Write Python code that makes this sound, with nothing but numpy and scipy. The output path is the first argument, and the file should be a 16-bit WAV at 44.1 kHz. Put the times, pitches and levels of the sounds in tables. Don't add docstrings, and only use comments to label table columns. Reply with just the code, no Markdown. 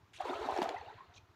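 import sys
import numpy as np
from scipy import signal
from scipy.fft import rfft, irfft, next_fast_len
from scipy.io import wavfile
from scipy.ndimage import uniform_filter1d

SR = 44100
rng = np.random.default_rng(int(sys.argv[2]) if len(sys.argv) > 2 else 0)


def magnitude_from_level(level_db):
    exponent = np.asarray(level_db, float) / 20
    return 10 ** exponent


def store_wav(level_fs):
    pcm = np.round(np.clip(np.atleast_2d(level_fs), -1, 1) * 32767)
    wavfile.write(sys.argv[1], SR, pcm.T.astype(np.int16))


N = 59535

PITCH_RISE = 0.087


def unit(x):
    return x / np.sqrt(np.mean(x ** 2) + 1e-20)


def hiss(spectrum, patchy_db):
    z = signal.stft(rng.standard_normal(N + 512), nperseg=256)[2]
    field = uniform_filter1d(rng.standard_normal(z.shape), 5, 0)
    field = uniform_filter1d(field, 5, 1)
    x = signal.istft(z * magnitude_from_level(patchy_db * unit(field)), nperseg=256)[1]
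    size = next_fast_len(N + 8192)
    hz, db = np.transpose(spectrum)
    log_hz = np.log(np.fft.rfftfreq(size, 1 / SR) + 1)
    gain = magnitude_from_level(np.interp(log_hz, np.log(hz + 1), db, left=-120, right=-120))
    return unit(irfft(rfft(x, size) * gain, size)[:N])


def bubbles(start_s, peak_db, hz, cycles, rise, size=2048):
    columns = (start_s, peak_db, hz, cycles)
    start_s, peak_db, hz, cycles = (np.asarray(v, float)[:, None] for v in columns)
    life = np.clip(cycles, 1, None)
    peak = (start_s + 1.638 / hz) * SR
    index = np.floor(peak) - size // 4 + np.arange(size)
    cycle = (index - peak) / SR * hz
    age = cycle / life
    swell_db = -20 * (age / 0.57) ** 2
    decay_db = -20 * np.abs(age) ** 1.09
    fade_db = np.where(age > 0, decay_db, swell_db)
    phase = 2 * np.pi * cycle * (1 + rise * np.clip(age, -1, 2) / 2)
    wave = np.cos(phase) * magnitude_from_level(peak_db + fade_db)
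    place = (index + size).astype(int).ravel()
    return np.bincount(place, wave.ravel(), N + 3 * size + SR)[size:size + N]


def swarm(hz, spread, cycles, size_db, count, size, tilt_db=0):
    u, g = rng.random((count, 2)), rng.standard_normal((count, 2))
    pitch = np.clip(hz * np.exp(spread * g[:, 0]), 200, 14000)
    db = -size_db * np.log(.02 + u[:, 1]) + tilt_db * np.log2(pitch / hz)
    life = cycles * np.exp(0.49 * g[:, 1])
    return unit(bubbles(u[:, 0] * N / SR, db, pitch, life, PITCH_RISE, size=size))


# time in seconds, churn level in dB, fizz over its usual share in dB.
PLUNGE = [(0.189, -60.5, -13), (0.204, -52, 3.5), (0.234, -59, 8), (0.259, -42.5, -3), (.36, -45, -2.5),
          (.39, -48.5, 1), (.45, -46.5, 0), (.63, -42.5, -3), (0.717, -46, -5), (.80, -60.5, 5),
          (.93, -64.5, 6), (1.05, -68.5, 4), (1.121, -70.5, 1.5)]
# frequency in Hz, level in dB per Hz.
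WASH_SPECTRUM = [(88, -59), (150, -44), (264, -13.5), (365, 5.5), (533, 0), (714, 9.5), (989, 0.5),
                 (1110, -21), (2000, -12), (2600, -61), (4400, -120)]
FIZZ_SPECTRUM = [(900, -10), (1300, -7.5), (2000, -11), (3000, -15), (4400, -16), (5300, -33.5),
                 (7000, -36.5), (8200, -49)]
SIZZLE_SPECTRUM = [(4000, -31), (5200, -2), (7400, -5.5), (8200, -11), (12000, -16), (13500, -24),
                   (14600, -15), (15600, -18)]


def splash():
    s, churn_db, fizz_db = np.transpose(PLUNGE)
    t = np.arange(N) / SR
    level = np.interp(t, s, churn_db)
    level = level - 900 * np.clip(s[0] - t, 0, None) - 60 * np.clip(t - s[-1], 0, None)
    bright = level + np.interp(t, s, fizz_db)

    churn = magnitude_from_level(-4.5) * swarm(794.4, 0.214, 7, 4.5, count=800, size=1024)
    wash = magnitude_from_level(-2.5) * hiss(WASH_SPECTRUM, patchy_db=3.5)
    late_db = -400 * np.clip(0.274 - t, 0, None)
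    gurgle_db = -9.5 + (2.08 - 2) * (level - level.max()) + late_db
    gurgle = magnitude_from_level(gurgle_db) * swarm(383, 0.12, 5.5, 4.5, count=150, size=2048)

    fizz = magnitude_from_level(-4.5) * hiss(FIZZ_SPECTRUM, patchy_db=3.5)
    droplets = magnitude_from_level(-8.5) * swarm(2186, .5, 8.2, 3.5, count=1500, size=768, tilt_db=-6)

    sizzle_db = bright.max() + 1.82 * (bright - bright.max()) - 20
    sizzle = magnitude_from_level(sizzle_db) * hiss(SIZZLE_SPECTRUM, patchy_db=1.0)
    grains = unit(uniform_filter1d(rng.standard_normal(N), size=150))
    sizzle = sizzle * magnitude_from_level(2 * grains)
    return magnitude_from_level(level) * (churn + wash + gurgle) + magnitude_from_level(bright) * (fizz + droplets) + sizzle


# start in seconds, peak in dB, pitch in Hz, life in cycles.
POCKET_BUBBLES = [(0.205, -26.5, 750, 4.8), (0.252, -34.5, 930, 3.5), (0.277, -36.5, 957, 19.6),
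                  (0.295, -34, 720, 8.5), (0.31, -37, 740, 3.5), (0.331, -36.5, 940, 8.1),
                  (0.428, -36, 890, 5.8), (0.443, -33, 860, 3.3), (0.487, -22, 775, 3.9),
                  (0.502, -31.5, 730, 4.7), (0.522, -27, 857, 1.65), (0.54, -32.5, 685, 5.8),
                  (0.563, -27, 756, 3.9), (0.584, -33, 927, 5.3), (0.618, -21.5, 870, 3.4),
                  (0.631, -29, 680, 4.9), (0.644, -37.5, 883, 2), (0.661, -31, 751, 10.2),
                  (0.687, -29.5, 755, 3.5), (0.71, -37.5, 704, 4.3), (0.744, -32, 730, 6.8),
                  (0.764, -38.5, 885, 7.1), (0.781, -39, 894, 16), (0.813, -42, 806, 6.7),
                  (0.864, -45.5, 740, 1.9), (0.885, -46, 838, 12), (0.899, -45, 940, 5.7),
                  (1.007, -45.5, 1020, 6.2), (.216, -44, 596, 21), (0.22, -42, 1200, 5.7),
                  (.262, -40, 1010, 11), (0.31, -38, 1340, 7.3), (0.335, -36.5, 1250, 12),
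                  (0.347, -45, 1310, 12), (.343, -43, 920, 6.5), (0.362, -40.5, 950, 7.2),
                  (.369, -38.5, 700, 12.4), (0.373, -44, 1320, 6.6), (.394, -38.5, 627, 4.4),
                  (0.419, -39, 910, 4.8), (.452, -35, 850, 4.5), (.495, -34, 1003, 11),
                  (.505, -27.5, 960, 2.1), (.528, -38, 690, 3.3), (.573, -37.5, 620, 6.3),
                  (0.6558, -37, 1240, 6), (0.674, -45, 940, 6), (0.985, -50.5, 1033, 15),
                  (1.010, -53.5, 1057, 28.4)]
GULP_BUBBLES = [(0.254, -35, 466, 4.3), (0.297, -39.5, 280, 8.6), (0.32, -38, 372, 6.3),
                (0.416, -35.5, 437, 15.7), (0.456, -42.5, 267.6, 6.9), (0.527, -39, 429, 12),
                (0.5876, -25, 374, 3.54), (0.616, -30.5, 273, 2.46), (0.66, -50, 492, 17),
                (0.736, -43, 424, 3.7), (0.78, -60, 500, 25), (0.826, -48.5, 453, 8),
                (.272, -43.5, 323, 5.7), (0.391, -41, 363, 5.9), (.436, -39.5, 414, 3),
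                (0.495, -40, 439, 7.5), (0.564, -45, 390, 3.7), (.695, -42, 489, 13)]
PLINK_BUBBLES = [(0.207, -56.5, 7300, 20), (0.299, -43, 3600, 28), (0.465, -47.5, 3750, 22),
                 (0.565, -42.5, 6370, 3.8), (0.576, -41.5, 5380, 10), (0.629, -56, 4250, 5.1),
                 (0.642, -45, 6800, 6.8), (0.6919, -43, 6800, 7.7), (0.6908, -47, 4500, 9.4),
                 (0.696, -47, 2130, 1.6), (.7670, -42, 1975, 20), (1.155, -54, 6550, 7.1),
                 (1.18, -54.5, 2425, 21), (.744, -43, 1420, 3.2), (.750, -51, 2570, 11),
                 (0.768, -53, 2590, 33), (0.785, -48, 1800, 14), (.785, -60.5, 6100, 20),
                 (0.795, -61, 1320, 6.4), (0.809, -65, 6000, 24), (.814, -56, 2600, 10),
                 (0.863, -55, 2800, 22), (.888, -58.5, 3700, 18), (.895, -53.5, 1547, 16),
                 (0.919, -55, 1327, 15), (.930, -59, 1910, 14), (0.943, -66, 2660, 44),
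                 (.141, -58.5, 2870, 20), (.167, -59, 2640, 12), (.187, -51, 2560, 7.6)]
LAST_BUBBLES = [(.730, -59, 640, 8.3), (.785, -42.5, 910, 24), (.848, -54.5, 654, 31),
                (.862, -50.5, 707, 20), (.880, -53.5, 817, 21), (.762, -44, 762, 10),
                (.908, -47.5, 880, 9.1), (0.927, -58, 440, 13)]


def pockets():
    plunge = np.concatenate([POCKET_BUBBLES, GULP_BUBBLES, PLINK_BUBBLES])
    popping = bubbles(*np.transpose(plunge), PITCH_RISE, size=4096)
    settling = bubbles(*np.transpose(LAST_BUBBLES), 0.17, size=6144)
    return popping + settling


SNAP_START_S = [.2055, .5765, .5850, .6170, .6230, .6285, .6912]
# peak in dB, decay in seconds.
SNAP_SHAPES = [(-61, 0.0025), (-34.5, 0.0018), (-36.5, 0.0025), (-30, 0.0029), (-39, 0.0062), (-27, 0.0011),
               (-31, 0.0022)]
# start in seconds, length in seconds, level in dB.
SPRAY_SHOWERS = [(.133, 0.023, -57), (.154, 0.027, -55), (.178, 0.0243, -64)]
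TRICKLE_SHOWERS = [(1.137, 0.016, -64.5), (1.158, 0.028, -58.5)]
SPIT_SHOWERS = [(.211, 0.0071, -62.5), (.340, .004, -63), (.460, 0.0037, -64), (.505, .012, -67),
                (.571, .008, -63), (.624, .022, -57.5), (.744, 0.0036, -66), (.779, .006, -74)]
# frequency in Hz, level in dB per Hz.
SNAP_SPECTRUM = [(300, -28.5), (1500, 15.5), (4500, 9.5), (7500, -11), (9000, -6.5), (15500, -23)]
SPRAY_SPECTRUM = [(1200, -11), (1800, -6), (3000, -1), (4300, -8), (5000, -14), (7000, -11), (11500, -25),
                  (13000, -47)]
TRICKLE_SPECTRUM = [(1800, -37), (2500, -2.5), (3100, -0.5), (3900, 3), (5000, -9), (6100, 1), (7800, -22),
                    (14000, -40)]
SPIT_SPECTRUM = [(3000, -9), (6000, 5), (12000, -12), (15600, -12)]


def shower(rows):
    t = np.arange(N) / SR
    level = np.zeros(N)
    for start_s, length_s, db in rows:
        age = np.clip(t - start_s, 0, None)
        arch = np.sin(np.pi * np.minimum(age / length_s, 1)) ** 0.33
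        level += magnitude_from_level(db) * arch * (age < length_s)
    return level


def drops():
    t = np.arange(N) / SR
    snap = np.zeros(N)
    for start_s, (db, decay_s) in zip(SNAP_START_S, SNAP_SHAPES):
        age = np.clip(t - start_s, 0, None)
        attack = 1 - np.exp(-age / 0.00051)
        snap += magnitude_from_level(db - 3.5) * attack * np.exp(-age / max(decay_s, 1e-4))
    out = snap * hiss(SNAP_SPECTRUM, patchy_db=-0.5)
    out += shower(SPRAY_SHOWERS) * hiss(SPRAY_SPECTRUM, patchy_db=3.0)
    out += shower(TRICKLE_SHOWERS) * hiss(TRICKLE_SPECTRUM, patchy_db=1.5)
    out += shower(SPIT_SHOWERS) * hiss(SPIT_SPECTRUM, patchy_db=4.0)
    return out


def banks(x):
    t60_s, dull_hz = 0.17, 3100
    t = np.arange(SR // 4) / SR
    hop = SR // 25
    padded = np.pad(x, (hop, 2 * hop))
    out = np.zeros(N + SR)
    for start in range(-hop, N, hop):
        tail = rng.standard_normal(len(t)) * magnitude_from_level(-60 * t / t60_s) * (t > .004)
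        tail = signal.lfilter([1], [1, -np.exp(-2 * np.pi * dull_hz / SR)], tail)
        piece = padded[start + hop:][:2 * hop] * np.hanning(2 * hop)
        echo = signal.fftconvolve(piece, tail / np.linalg.norm(tail))
        out[start + hop:][:len(echo)] += echo
    return out[hop:hop + N]


# start in seconds, peak in dB, pitch in Hz.
PUMP_THUDS = [(0.023, -58.5, 103), (0.1, -63, 112), (0.166, -60.5, 114), (0.221, -56.5, 76),
              (0.299, -58, 151), (0.34, -56, 86), (0.394, -51.5, 66), (0.448, -58, 110), (0.51, -53, 72),
              (0.6, -70, 146), (0.652, -60, 126), (0.749, -56.5, 99), (0.791, -53, 80.5),
              (0.862, -55.5, 99), (0.942, -55, 99), (1.01, -65, 133), (1.082, -56, 92.4), (1.151, -57, 100),
              (1.222, -57.5, 95.3), (1.289, -60, 102)]
# frequency in Hz, level in dB per Hz.
RUMBLE_SPECTRUM = [(25, -27), (55, -10.5), (100, -5), (160, -17), (300, -36)]


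def pump():
    s, db, hz = np.transpose(PUMP_THUDS)
    thuds = bubbles(s, db, hz, np.full(len(s), 2.3), 0, size=4096)
    return thuds + magnitude_from_level(-71.5) * hiss(RUMBLE_SPECTRUM, patchy_db=4.0)


# frequency in Hz, level in dB per Hz.
AIR_SPECTRUM = [(150, -5), (380, -3), (550, -13.5), (900, -3.5), (2300, -15), (6800, -25.5), (8500, -36.5),
                (15650, -33.5)]


def air():
    return magnitude_from_level(-69.5) * hiss(AIR_SPECTRUM, patchy_db=1)


def scene():
    water = splash() + pockets() + drops()
    mix = water + magnitude_from_level(-11.5) * banks(water) + pump() + air()
    return mix[None]


def low_pass(x):
    return signal.sosfilt(signal.butter(12, 15680, fs=SR, output="sos"), x)


def record(dry):
    return low_pass(dry)


dry = scene()
out = record(dry)
store_wav(out)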